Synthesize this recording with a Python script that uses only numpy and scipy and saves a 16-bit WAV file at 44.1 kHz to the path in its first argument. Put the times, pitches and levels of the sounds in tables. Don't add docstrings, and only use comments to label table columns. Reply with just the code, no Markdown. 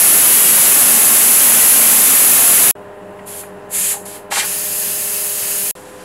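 import sys
import numpy as np
from scipy import signal
from scipy.fft import rfft, irfft, next_fast_len
from scipy.io import wavfile
from scipy.ndimage import uniform_filter1d

SR = 44100
rng = np.random.default_rng(int(sys.argv[2]) if len(sys.argv) > 2 else 0)


def bounce(signal):
    frames = np.transpose(np.atleast_2d(signal))
    limited = np.clip(frames, -1, 1)
    pcm = np.round(limited * 32767).astype(np.int16)
    wavfile.write(sys.argv[1], SR, pcm)


N = 266364
TIME = np.arange(N) / SR


# hz, density_db
UNDER_WEIGHT = [(42, -55), (60, -39), (160, -15.5), (227, -12.5), (346, -13), (380, -13.5), (621, -12.5),
                (1910, -12), (2850, -11.5), (3700, -15.5), (5210, -15), (7940, -8.5), (8710, -12),
                (10800, -4), (13000, -11), (16000, -21)]
ROAR = [(-1.1, .1, 7, -8, 0.18, -9, -10.5)]


def weight_roar():
    return jet(UNDER_WEIGHT, ROAR, flicker_db=0.26) * by_shot([1, 0, 0])


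# hz, density_db
UNDER_CLOTH = [(500, -30), (1200, -20), (1700, -14), (2400, -12), (3300, -14), (5900, -17), (6600, -15),
               (7500, -10), (8500, -14.5), (9700, -1.5), (11400, -3), (12800, -10), (13600, -15),
               (16000, -23)]
PUFFS = [(3.248, 0.03, 3.407, -32.5, 13, -5.5, -10.5), (3.686, 0.067, 3.92, -17, 4, -3, -10.5),
         (4.05, 0.0061, 4.165, -35, -2, -4.5, -7), (4.299, 0.022, 4.4, -26, 82, 0.5, 1)]


def rocking_puffs():
    return jet(UNDER_CLOTH, PUFFS, flicker_db=0.5)


# hz, density_db
BARE_NOZZLE = [(500, -36), (1200, -17.5), (1850, -12), (2150, -15.5), (2700, -9.5), (3600, -16.5),
               (4850, -11.5), (5900, -14), (6500, -7), (9000, -6.5), (11000, -3.5), (12200, -7),
               (13200, -7.5), (16000, -15)]
VENT = [(4.39, 0.061, 7, -21.5, 0.92, -6.5, -9.5)]


def bare_nozzle():
    return jet(BARE_NOZZLE, VENT, flicker_db=0.6) * by_shot([0, 1, 0])


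# hz, width_hz, level_db before flicker
NOZZLE_TONES = [(10900, 350, -39), (10500, 320, -32), (11550, 333, -33.5), (10400, 350, -49)]


def nozzle_tones():
    tones = 0
    for hz, width_hz, level_db in NOZZLE_TONES:
        tones = tones + undb(level_db + 4.8 * walk(5.7)) * narrow(hz, width_hz)
    fade_in = np.clip((TIME - VENT[0][0]) / 0.095, 0, 1)
    return tones * fade_in * by_shot([0, 1, 0])


LEAK = [(2.74, .01, 5.72, -59.5, -5, 0.1, 0.1), (5.74, .01, 7, -48, -6, 0.55, .6)]


def faint_leak():
    return jet(UNDER_CLOTH, LEAK, flicker_db=1.2)


SHOULDER_HZ, HISS_HZ = 6300, 9000


def jet(colour, releases, flicker_db):
    flows = np.array([release(*row[:5]) for row in releases])
    shoulder_db, body_db = np.transpose(releases)[5:]
    bands = ((0, SHOULDER_HZ, body_db),
             (SHOULDER_HZ, HISS_HZ, shoulder_db),
             (HISS_HZ, SR, 0 * body_db))
    surge_db = flicker_db * walk(4.34)
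    steam = 0
    for lo_hz, hi_hz, over_hiss_db in bands:
        flow = undb(over_hiss_db) @ flows
        own_db = flicker_db * (walk(25) + walk(1.99))
        steam = steam + flow * undb(surge_db + own_db) * noise(colour, lo_hz, hi_hz)
    return steam


RISE_POWER = 1.96
SHUT_DB_PER_S, LINGER_DB, LINGER_DB_PER_S = 386, -13, 152


def release(opens_s, rise_s, shuts_s, hiss_db, swell_db_per_s):
    rise = np.clip((TIME - opens_s) / rise_s, 0, 1) ** RISE_POWER
    held_s = np.clip(TIME - opens_s - rise_s, 0, shuts_s - opens_s - rise_s)
    held = rise * undb(hiss_db + swell_db_per_s * held_s)
    after_s = np.maximum(TIME - shuts_s, 0)
    wisp = undb(LINGER_DB)
    fall = (1 - wisp) * undb(-SHUT_DB_PER_S * after_s) + wisp * undb(-LINGER_DB_PER_S * after_s)
    return held * fall


# hz, level_db, t60_s
LID = [(640, -5, .05), (720, -2, .05), (810, 0, .07), (880, -2, .04), (945, 0, .05), (1090, -1, .05),
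       (1280, -5, .03), (1480, -2, .04), (1680, 0, .04), (1900, 0, .05), (2100, -3, .03), (2380, 0, .04),
       (2780, -2, .035), (3150, -3, .03), (3900, -5, .03)]
# start_s, peak_db before the high-pass, contact_s (time constant),
# near_hz (modes favoured), reach_octaves
KNOCKS = [(3.187, -32, .004, 1900, .1), (3.19, -40, .003, 2780, .1), (3.434, -27, .002, 1500, .6),
          (4.054, -27, .002, 945, .15), (3.936, -23, .003, 830, .15), (3.937, -25, .003, 1900, .5),
          (3.96, -26, .006, 810, .1), (4.311, -15, .005, 1700, .5), (4.318, -12, .004, 980, .25),
          (4.357, -13, .004, 1900, .25), (4.367, -10, .004, 950, .3), (4.372, -15, .006, 2200, .6),
          (4.395, -14, .007, 2400, .45), (4.412, -15, .009, 2100, .6), (4.428, -18, .009, 1700, .9)]


def knocks():
    out, t = np.zeros(N), TIME[:SR // 8]
    hz, mode_db, t60_s = np.transpose(LID)[:, :, None]
    modes = undb(mode_db) * np.exp(-np.log(1000) * t / t60_s) * np.sin(2 * np.pi * hz * t)
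    for start_s, peak_db, contact_s, near_hz, reach_octaves in KNOCKS:
        push = rng.standard_normal(len(t)) * t * np.exp(-t / contact_s)
        favour = np.exp(-.5 * (np.log2(hz / near_hz) / reach_octaves) ** 2)
        ring = (favour * modes).sum(axis=0)
        sound = signal.fftconvolve(push, ring)
        i = int(start_s * SR)
        out[i:i + len(sound)] += undb(peak_db) * sound / np.abs(sound).max()
    return signal.sosfilt(signal.butter(4, 550, "high", fs=SR, output="sos"), out)


TILES_DB, TILES_T60_S = -12, 0.05
STIR = [2.7, 1, 0.44]


def tiles(x):
    t = TIME[:SR // 4]
    decay = np.exp(-np.log(1000) * t / TILES_T60_S) * (t > .002)
    echoes = rng.standard_normal((2, len(t))) * decay
    echoes = echoes / np.sqrt(np.sum(echoes ** 2, axis=1, keepdims=True))
    shots = np.split(x, np.searchsorted(TIME, [start for start, _ in SHOTS[1:]]))
    echoed = [signal.fftconvolve(shot[None], echoes, axes=1)[:, :len(shot)] for shot in shots]
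    one, other = np.hstack(echoed)
    angle, wet = by_shot(STIR) * walk(3.01), undb(TILES_DB)
    stirred = np.cos(angle) * one + np.sin(angle) * other
    return (x + wet * stirred) / np.sqrt(1 + wet ** 2)


FAN_HZ = 101.53
# multiple of FAN_HZ, first_shot_db, second_shot_db, third_shot_db (before wavering)
FAN = [(.25, -55, -58, -57), (4, -43, -40, -46), (6, -42, -41, -55), (1, -53, -53, -54), (3, -54, -54, -51),
       (5, -52, -52, -41), (7, -54, -54, -56), (8, -51, -50, -53), (9, -54, -53, -57), (10, -51, -50, -49)]


def fan():
    turn = 2 * np.pi * np.cumsum(FAN_HZ * (1 + 0.001 * walk(1.446))) / SR
    hum = 0
    for multiple, *shot_db in FAN:
        level = undb(by_shot(shot_db) + 0.22 * min(multiple, 4) * walk(10.0))
        tone = np.sin(multiple * turn + rng.uniform(0, 2 * np.pi))
        hum = hum + np.sqrt(2) * level * tone
    return hum


# hz, width_hz, first_shot_db, second_shot_db, third_shot_db (before wavering)
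DRONES = [(228, 7, -37.5, -67, -58), (191.3, 6.3, -62, -46, -46), (135, 30, -47.5, -59, -61)]


def drones():
    out = 0
    for hz, width_hz, *shot_db in DRONES:
        out = out + undb(by_shot(shot_db) + 1.4 * walk(7)) * narrow(hz, width_hz)
    return out


# hz, density_db (per Hz)
KITCHEN = [(35, -34), (60, -39), (80, -13), (200, -11.5), (340, -8.5), (420, -6.5), (620, -8),
           (1030, -11.5), (1270, -14.5), (1850, -15.5), (2200, -25.5), (2750, -23), (3400, -33),
           (6000, -47)]
KITCHEN_DB = -39


def kitchen_air():
    return undb(KITCHEN_DB + 0.33 * walk(11)) * noise(KITCHEN)


# start_s, end_s
SHOTS = [(-1, 2.7115), (2.7515, 5.7115), (5.7515, 7)]


def by_shot(values):
    return np.asarray(values)[np.searchsorted([start for start, _ in SHOTS[1:]], TIME)]


def undb(db):
    return 10 ** (np.asarray(db) / 20)


def unit(x):
    return x / np.sqrt(np.mean(x ** 2))


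def walk(rate):
    k = int(SR / rate)
    steps = np.repeat(rng.standard_normal(N // k + 1), k)
    return 1.1 * uniform_filter1d(uniform_filter1d(steps, k), k)[:N]


def noise(colour, lo_hz=0, hi_hz=SR):
    size = next_fast_len(N)
    hz = np.arange(1, size // 2 + 2) * SR / size
    points_hz, points_db = np.transpose(colour)
    edges = 1 / np.sqrt((1 + (lo_hz / hz) ** 60) * (1 + (hz / hi_hz) ** 60))
    gain = undb(np.interp(np.log(hz), np.log(points_hz), points_db)) * edges
    return unit(irfft(rfft(rng.standard_normal(size)) * gain, size)[:N])


def narrow(hz, width_hz):
    return unit(signal.lfilter(*signal.iirpeak(hz, hz / width_hz, SR), rng.standard_normal(N)))


def scene():
    steam = weight_roar() + rocking_puffs() + bare_nozzle() + nozzle_tones() + faint_leak()
    mono = tiles(steam + knocks()) + fan() + drones() + kitchen_air()
    return np.array([mono, mono])


OVERLOAD, TOP_HZ = .74, 15750


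def record(dry):
    gate = 0
    for start, end in SHOTS:
        fade_in = np.clip((TIME - start) / 0.0018, 0, 1)
        tail = undb(-25.5) * np.exp(-np.abs(TIME - end) / 0.0048)
        gate = gate + fade_in * np.where(TIME < end, 1, tail) * (TIME < end + .03)
    overloaded = OVERLOAD * np.tanh(dry / OVERLOAD)
    low_pass = signal.ellip(14, .3, 80, TOP_HZ, fs=SR, output="sos")
    return signal.sosfilt(low_pass, overloaded * gate)


dry = scene()
out = record(dry)
bounce(out)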